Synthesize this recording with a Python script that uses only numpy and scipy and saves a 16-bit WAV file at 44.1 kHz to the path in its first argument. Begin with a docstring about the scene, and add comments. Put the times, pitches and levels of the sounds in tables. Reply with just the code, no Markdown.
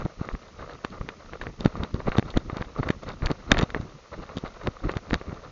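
"""A short rub and a low rumble come first, then a hollow tick and two soft thumps, close on the microphone.
Place: a dirt track, on a trotting horse; the microphone sits in a small camera worn by the rider.
Soft jolts push the membrane, hard contacts ring the plastic shell, and straps stroke it with grainy noise
that rubs, creaks and sizzles. Air rumbles at the port, and the recorder hisses below its narrow band limit."""
import sys
import numpy as np
from scipy import signal
from scipy.fft import rfft, irfft, next_fast_len
from scipy.io import wavfile
from scipy.ndimage import map_coordinates

SR = 44100
rng = np.random.default_rng(int(sys.argv[2]) if len(sys.argv) > 2 else 0)


def materialize(psi):
    """Save the field psi as 16-bit PCM at rate SR to the path in sys.argv[1].

    A 1-D psi becomes a single channel; in a 2-D psi each row is a channel.
    """
    bounded = np.clip(np.atleast_2d(psi).T, -1, 1)
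    quanta = np.round(bounded * 32767).astype(np.int16)
    wavfile.write(sys.argv[1], SR, quanta)


N = 242991  # samples, about 5.5 s


def amp(db):
    """Gain of a level in dB."""
    return 10 ** (np.asarray(db) / 20)


def unit(x):
    """x scaled to rms 1."""
    return x / np.sqrt(np.mean(x ** 2) + 1e-20)


def wobble(rate):
    """A smooth random curve with rate knots a second."""
    knots = rng.standard_normal(int(N * rate / SR) + 4)
    return map_coordinates(knots, [np.arange(N) * rate / SR])


def filtered(x, response):
    """x through a filter given as gain against frequency in Hz."""
    size = next_fast_len(N + 8192)
    gain = response(np.fft.rfftfreq(size, 1 / SR))
    return irfft(rfft(x, size) * gain, size)[..., :N]


def coloured(x, spectrum):
    """x shaped by (Hz, dB) points joined on a log frequency axis, then set to rms 1."""
    points_hz, points_db = np.transpose(spectrum)

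    def response(hz):
        return amp(np.interp(np.log(hz + 1), np.log(points_hz), points_db))

    return unit(filtered(x, response))


def grainy(spike_db, lump_db, rate):
    """Noise whose single samples and short lumps differ widely in size."""
    spikes = amp(spike_db * np.minimum(rng.exponential(size=N), 6))
    return rng.standard_normal(N) * spikes * amp(lump_db * wobble(rate))


# Straps moving over the shell, against the microphone.
# Each row: start in seconds, length in ms, rubbing level in dB, rumble level in dB.
STRAP_STROKES = [(0, 34.5, -37, -33), (0.049, 10, -40, -34), (0.204, 51, -44.5, -46.5),
                 (0.277, 72, -51.5, -46), (0.417, 23, -53, -61), (0.593, 40, -43, -41.5),
                 (0.695, 34, -46.5, -50), (0.837, 15, -47, -46.5), (0.917, 70, -45.5, -44),
                 (1.005, 42, -56, -41), (1.073, 53, -49.5, -50), (1.245, 70, -58, -61.5),
                 (1.326, 36.4, -40, -46), (1.414, 31, -41, -35.5), (1.453, 32, -50.5, -43),
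                 (1.596, 58, -50, -45), (1.649, 24.8, -31, -31.5), (1.7, 130, -47, -41.5),
                 (1.811, 39, -35, -32.5), (1.936, 29, -46, -33), (1.994, 27, -42.5, -35),
                 (2.066, 23.5, -33.5, -30), (2.124, 40, -36, -40), (2.171, 17, -34, -29.5),
                 (2.258, 44, -48, -39.5), (2.362, 16.5, -29, -21), (2.39, 30, -54.5, -46),
                 (2.494, 118, -44, -46.5), (2.6, 21, -41.5, -41.5), (2.779, 27.5, -35.5, -36.5),
                 (2.827, 14, -29.5, -48.5), (2.859, 54, -40, -32.5), (3.02, 23, -51.5, -44),
                 (3.065, 56, -38, -32), (3.229, 41.5, -33.5, -32), (3.299, 24, -33.5, -37),
                 (3.34, 90, -58.5, -51.5), (3.478, 26, -42, -46), (3.506, 22.3, -24, -23),
                 (3.548, 57, -34, -31.5), (3.616, 26.7, -31.5, -30), (3.691, 35, -50.5, -46),
                 (3.743, 46, -39.5, -34), (3.799, 45, -49.5, -43.5), (4.119, 28.6, -39, -47.5),
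                 (4.177, 22, -48.5, -35.5), (4.218, 21, -41, -57), (4.286, 59, -55.5, -57.5),
                 (4.358, 32, -48, -39), (4.438, 44, -37.5, -40), (4.612, 45, -46, -42),
                 (4.668, 13.3, -32, -36), (4.831, 42, -40.5, -35.5), (4.889, 42, -38.5, -40),
                 (4.955, 29.5, -43.5, -39), (5.128, 30.5, -34.5, -30), (5.277, 37, -46, -40.5),
                 (5.451, 31, -56, -50)]
# The gear at rest, under all strokes. Columns: rubbing, sizzle and rumble, each a level in dB.
RESTING_LEVELS = [-53, -70, -52]
SIZZLE_DB, SIZZLE_GROWS = -57, 1  # sizzle of a stroke that rubs at -39 dB; dB gained per dB of rubbing


def strokes():
    """Motion as gains of rubbing, sizzle and rumble: each strap stroke swells over a floor that is never still."""
    t = np.arange(N) / SR
    gains = amp(RESTING_LEVELS)[:, None] * amp(3 * wobble(9))
    for start, ms, rub_db, rumble_db in STRAP_STROKES:
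        u = (t - start) * 2000 / ms - 1  # -1 at the start of the stroke, 1 at its end
        edge = np.where(u < 0, 6, 3.5)  # starts abruptly and trails off
        quick = 1 / (1 + np.abs(u) ** edge)
        slow = 1 / (1 + np.abs(u / 1.24) ** 3)  # the rumble spreads a little further
        sizzle_db = SIZZLE_DB + SIZZLE_GROWS * (rub_db + 39)
        levels_db = [rub_db, sizzle_db, rumble_db]
        gains = gains + amp(levels_db)[:, None] * [quick, quick, slow]
    return gains


# Spectra of air at the port, of rubbing in the shell's resonances and of the thin sizzle.
# Each row: frequency in Hz, relative density in dB per Hz.
PORT_RUMBLE = [(12, -25), (30, 4), (70, -1.5), (200, -5), (400, -12), (900, -45), (2000, -68.5)]
SHELL_RUBBING = [(200, -18.5), (500, 3.5), (850, -5.5), (1080, -2.5), (1200, 0), (1350, -2.5), (1650, -12),
                 (2100, -12), (3000, -33), (5000, -46)]
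STRAP_SIZZLE = [(1500, -32.5), (2700, 5.5), (3300, -7.5), (3700, 2.5), (4250, 3), (4800, -8.5),
                (7000, -20.5)]


def shaking(gains):
    """Motion drives grainy rubbing in the shell's resonances, a thin sizzle and a lumpy rumble at the port."""
    creak = amp(2.0 * wobble(70))  # stick and slip, shared by rubbing and sizzle
    rub = coloured(creak * grainy(spike_db=3.5, lump_db=3.5, rate=200), SHELL_RUBBING)
    sizzle = coloured(creak * grainy(spike_db=3, lump_db=3, rate=120), STRAP_SIZZLE)
    rumble = coloured(grainy(spike_db=3.0, lump_db=5.5, rate=35), PORT_RUMBLE)
    return np.sum(gains * [rub, sizzle, rumble], axis=0)


def by_chance(gain, over_db, ms, count):
    """Rows (s, dB, ms, 0-1) at random moments, their level following the motion just then."""
    when, size, span, kind = rng.random((count, 4)).T
    motion_db = 20 * np.log10(gain[(when * N).astype(int)])
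    level_db = motion_db + over_db + 10 * np.log10(size)
    length_ms = ms * 3 ** (2 * span - 1)  # a third to three times the usual
    return zip(when * N / SR, level_db, length_ms, kind)


# Clearest hard contacts on the shell. Each row: start in seconds, length in ms, level in dB,
# hardness (0 hollow, 1 snap, 2 bright; unitless).
HARD_CONTACTS = [(0.0203, 4, -31.5, 0), (0.2889, 0.95, -21.5, 0.53), (0.351, 0.75, -26.5, 0.44),
                 (0.6957, 5.5, -40.5, 0.84), (0.7527, 2, -38, 0.3), (0.8481, 6.5, -28.5, 1.22),
                 (0.9034, 1.4, -48, 2), (1.0127, 3.2, -30.5, 0.36), (1.089, 5.8, -30, 1.15),
                 (1.3343, 3.4, -33, 0.87), (1.4137, 13.5, -34, 1.04), (1.4686, .97, -23, 0.62),
                 (1.6074, 1.9, -31.5, 2.3), (1.649, 5.1, -33, 1.4), (1.66, 1.9, -21.5, 1.2),
                 (1.7545, .93, -24, 0), (1.8353, 2.9, -29, 1.5), (1.943, 1.4, -37, 2.34),
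                 (2.0756, 2.6, -30, -0.3), (2.119, 7.3, -29.5, 0.9), (2.1544, 0.49, -16.5, 0.23),
                 (2.1693, 6.9, -41.5, 1.8), (2.1835, 3.4, -22, 1.35), (2.195, 1.4, -25, 1.25),
                 (2.2262, 1.5, -27, 0.45), (2.3039, 9.9, -43.5, 2), (2.341, 12, -38.5, 0.5),
                 (2.3728, 5.8, -31.5, 1.83), (2.3775, 1, -28.5, 0.84), (2.4985, 3.4, -26, 0.3),
                 (2.57, 1, -31, 1.5), (2.5822, 2.1, -37, 0.7), (2.61, 3.5, -36, 0.9),
                 (2.6238, 4.1, -29, 0.74), (2.762, 5.8, -33.5, 0), (2.8305, 1.7, -21.5, 0.37),
                 (2.8721, 4.9, -31, -0.1), (2.8896, 2, -22, 1.04), (2.9043, 9.3, -28, 1.2),
                 (3.034, 6.3, -45.5, 2.5), (3.0899, 3.4, -36.5, 2.4), (3.222, 0.83, -28.5, 0.67),
                 (3.26, 7.8, -31, 1.84), (3.2693, 3.8, -26.5, 1), (3.285, 0.64, -27.5, 0.3),
                 (3.3091, 1.2, -30, -3.5), (3.315, 4.6, -33, 1.5), (3.5171, 3.1, -3, 1.34),
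                 (3.518, 9.1, -23, -0.8), (3.541, .5, -30, 1.6), (3.545, 5.7, -25.5, 0.7),
                 (3.571, 6.3, -25, 1.1), (3.582, 12, -31, 2.5), (3.5897, 1.5, -16.5, 1.5),
                 (3.5957, 4.8, -26.5, 1), (3.603, 1.8, -36, 0.8), (3.6118, 11, -30, 1.2),
                 (3.6281, 2.8, -27.5, 1.6), (3.639, 2.3, -36, 1.6), (3.7035, 6.5, -35.5, 1.2),
                 (3.7467, 2.4, -19, 0.73), (4.292, 2.7, -36.5, 0.4), (4.3697, 2.2, -37, 2),
                 (4.3756, 1.9, -32.5, 1.5), (4.3838, 1.4, -36, 2.1), (4.672, 1.7, -22, 1.25),
                 (4.7677, 4.2, -38.5, 0), (4.894, 7.4, -25, 0.54), (4.9383, 4.7, -31, 0.27),
                 (4.9548, 4.9, -46, 2.5), (4.9704, 1.5, -25.5, 1.24), (5.1036, 1.8, -37.5, 1.5),
                 (5.1086, 0.79, -20, 0.87), (5.132, 0.76, -20.5, 1.2), (5.142, 1.33, -15, 1.35),
                 (5.2136, 3.7, -33, 0.38)]
# Modes of the shell, nominal. 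Each row: frequency in Hz, relative level in dB, 60 dB decay time in s.
HOLLOW_MODES = [(1210, 6, 0.016), (520, 2, 0.013), (800, -1, 0.015)]
SNAP_MODES = [(1830, 17, 0.0035), (2300, -8, .006)]
BRIGHT_MODES = [(3380, -3, 0.0073), (3726, 3.5, 0.017), (4340, 9, 0.0037), (5800, -6, 0.0051),
                (6660, -9, 0.0062)]
# Time scale of the contact felt by each mode group. Columns: hollow, snap and bright, in ms.
CONTACT_MS = [0.14, 0.094, 0.01]
# Loss of a mode group one step of hardness away. Columns: hollow, snap and bright, in dB.
GROUP_LOSS_DB = np.array([12.5, 14, 19])
SMALL_TICK_DB, SMALL_TICK_MS = -3.5, 2.3  # chance ticks: highest level over the rubbing, usual length


def ringing(modes, attack_ms, t):
    """Decaying shell modes, slightly detuned for each contact and softened by its bluntness."""
    spread = rng.normal(size=(len(modes), 2)) * [4, .015]  # dB, fraction of the frequency
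    ring = 0
    for (hz, level_db, t60), (extra_db, detune) in zip(modes, spread):
        decay = amp(level_db + extra_db - 60 * t / t60)
        ring = ring + decay * np.sin(2 * np.pi * hz * (1 + detune) * t)
    contact = np.exp(-(t[:40] * 1000 / attack_ms - 2) ** 2)  # a blunt contact leaves out the treble
    return np.convolve(ring, contact)[:len(t)]


def ticks(rubbing):
    """A hard first touch and a few chattering contacts ring three groups of shell modes; harder rings higher."""
    out, t = np.zeros(N + SR), np.arange(1500) / SR
    chance = by_chance(rubbing, SMALL_TICK_DB, SMALL_TICK_MS, count=240)
    small = [(s, ms, db, 2 * kind) for s, db, ms, kind in chance]
    for s, ms, level_db, hardness in HARD_CONTACTS + small:
        chatter = rng.standard_normal(len(t)) * (rng.random(len(t)) < .12)
        force = chatter * np.exp(-t * 1800 / ms)
        force[0] = 4  # the first touch
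        levels_db = level_db - GROUP_LOSS_DB * (hardness - np.arange(3)) ** 2
        groups = (HOLLOW_MODES, SNAP_MODES, BRIGHT_MODES)
        for modes, db, attack_ms in zip(groups, levels_db, CONTACT_MS):
            hit = signal.fftconvolve(force, ringing(modes, attack_ms, t))[:len(t)]
            energy = ms * SR / 1000  # that of a level held for the length of the contact
            out[round(s * SR):][:len(t)] += amp(db) * hit * np.sqrt(energy / np.sum(hit ** 2))
    return out[:N]


# Strongest soft jolts, right on the microphone.
# Each row: moment of the peak in seconds, approximate peak in dB, width setting in ms.
SOFT_JOLTS = [(0.0554, -16, 2.5), (0.0618, -16.5, 1.2), (0.2149, -15.5, 2.4), (0.3386, -24.5, 9.4),
              (0.8492, -16, 1.06), (1.0118, -22, 5.4), (1.6085, -19.5, 1.54), (1.659, -1.5, 1.58),
              (1.6757, -22.5, 2.5), (1.8045, -19.5, 4.1), (1.8356, -19.5, 3.5), (1.9459, -13.5, 3.05),
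              (2.0851, -12, 2), (2.092, -22, 17), (2.1863, -4, 2.25), (2.1955, -11, 1.9),
              (2.3668, -22.5, 6.9), (2.3738, -5, 1.76), (2.5317, -20.5, 3), (2.569, -20, 1.5),
              (2.6124, -19, 2.8), (2.792, -18, 1.63), (2.7991, -14.5, 2), (2.8074, -18, 4.4),
              (2.9039, -8, 1.7), (3.2318, -20, 5), (3.2613, -18, 11.4), (3.302, -21, 2.2),
              (3.3079, -13, 1.26), (3.3152, -15, 1.7), (3.521, -5, 2.2), (3.5418, -27, 5.3),
              (3.5848, -18, 8.3), (3.6204, -17.5, 0.97), (3.634, -7.5, 2.55), (3.7646, -16.5, 1.34),
              (3.8025, -19.5, 3.5), (4.3718, -18.5, 1.7), (4.4397, -18.5, 1.64), (4.6771, -14.5, 1.18),
              (4.6858, -16, 3.6), (4.874, -22.5, 8.3), (4.9679, -15.5, 2.86), (5.1324, -10, 2.7),
              (5.1588, -23, 5.1), (5.3295, -23, 2.25)]
SMALL_JOLT_DB, SMALL_JOLT_MS = 6, 3.8  # chance jolts: highest peak over the rumble, usual width setting


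def jolts(rumble):
    """Each jolt presses the membrane fast and lets go slowly; the vent evens the pressure out around it."""
    out, t = np.zeros(N + SR), np.arange(-2000, 2000) / SR
    small = [row[:3] for row in by_chance(rumble, SMALL_JOLT_DB, SMALL_JOLT_MS, count=150)]
    for s, db, ms in SOFT_JOLTS + small:
        u = t * 2000 / ms
        press, release = np.exp(-(u / 0.55) ** 2), np.exp(-np.abs(u / 1.6) ** 1.65)
        push = np.where(u < 0, press, release)
        vent = np.exp(-(u / 3.03) ** 2)
        balanced = push - vent * push.sum() / vent.sum()
        out[round(s * SR):][:len(t)] += amp(db + 3.5) * balanced  # 3.5 dB about makes up for the vent
    return out[2000:][:N]


def scene():
    """Everything reaches one microphone through the shell."""
    gains = strokes()
    rubbing, _, rumble = gains
    return (jolts(rumble) + ticks(rubbing) + shaking(gains))[None]


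# Hiss of the recorder. Each row: frequency in Hz, relative density in dB per Hz.
RECORDER_HISS = [(20, 6.5), (300, 1.5), (1200, -23), (1800, 8), (3000, 4.5), (6400, 4), (7200, -5),
                 (7600, -45.5)]
HISS_DB, TOP_HZ = -60, 7700  # rms of the hiss before the band limit; start of the deep cut


def record(dry):
    """The recorder adds its hiss, rounds off the highest peaks and rolls off steeply to its band limit."""
    x = dry + amp(HISS_DB) * coloured(rng.standard_normal(N), RECORDER_HISS)
    x = x / (1 + np.abs(x / .8) ** 4) ** (1 / 4)
    x = filtered(x, lambda hz: 1 / (1 + (hz / 7250) ** 40))
    x = filtered(x, lambda hz: np.where(hz < TOP_HZ, 1, amp(-45)))
    return x + amp(-99) * rng.standard_normal(N)  # a faint noise over the full band


dry = scene()
out = record(dry)
materialize(out)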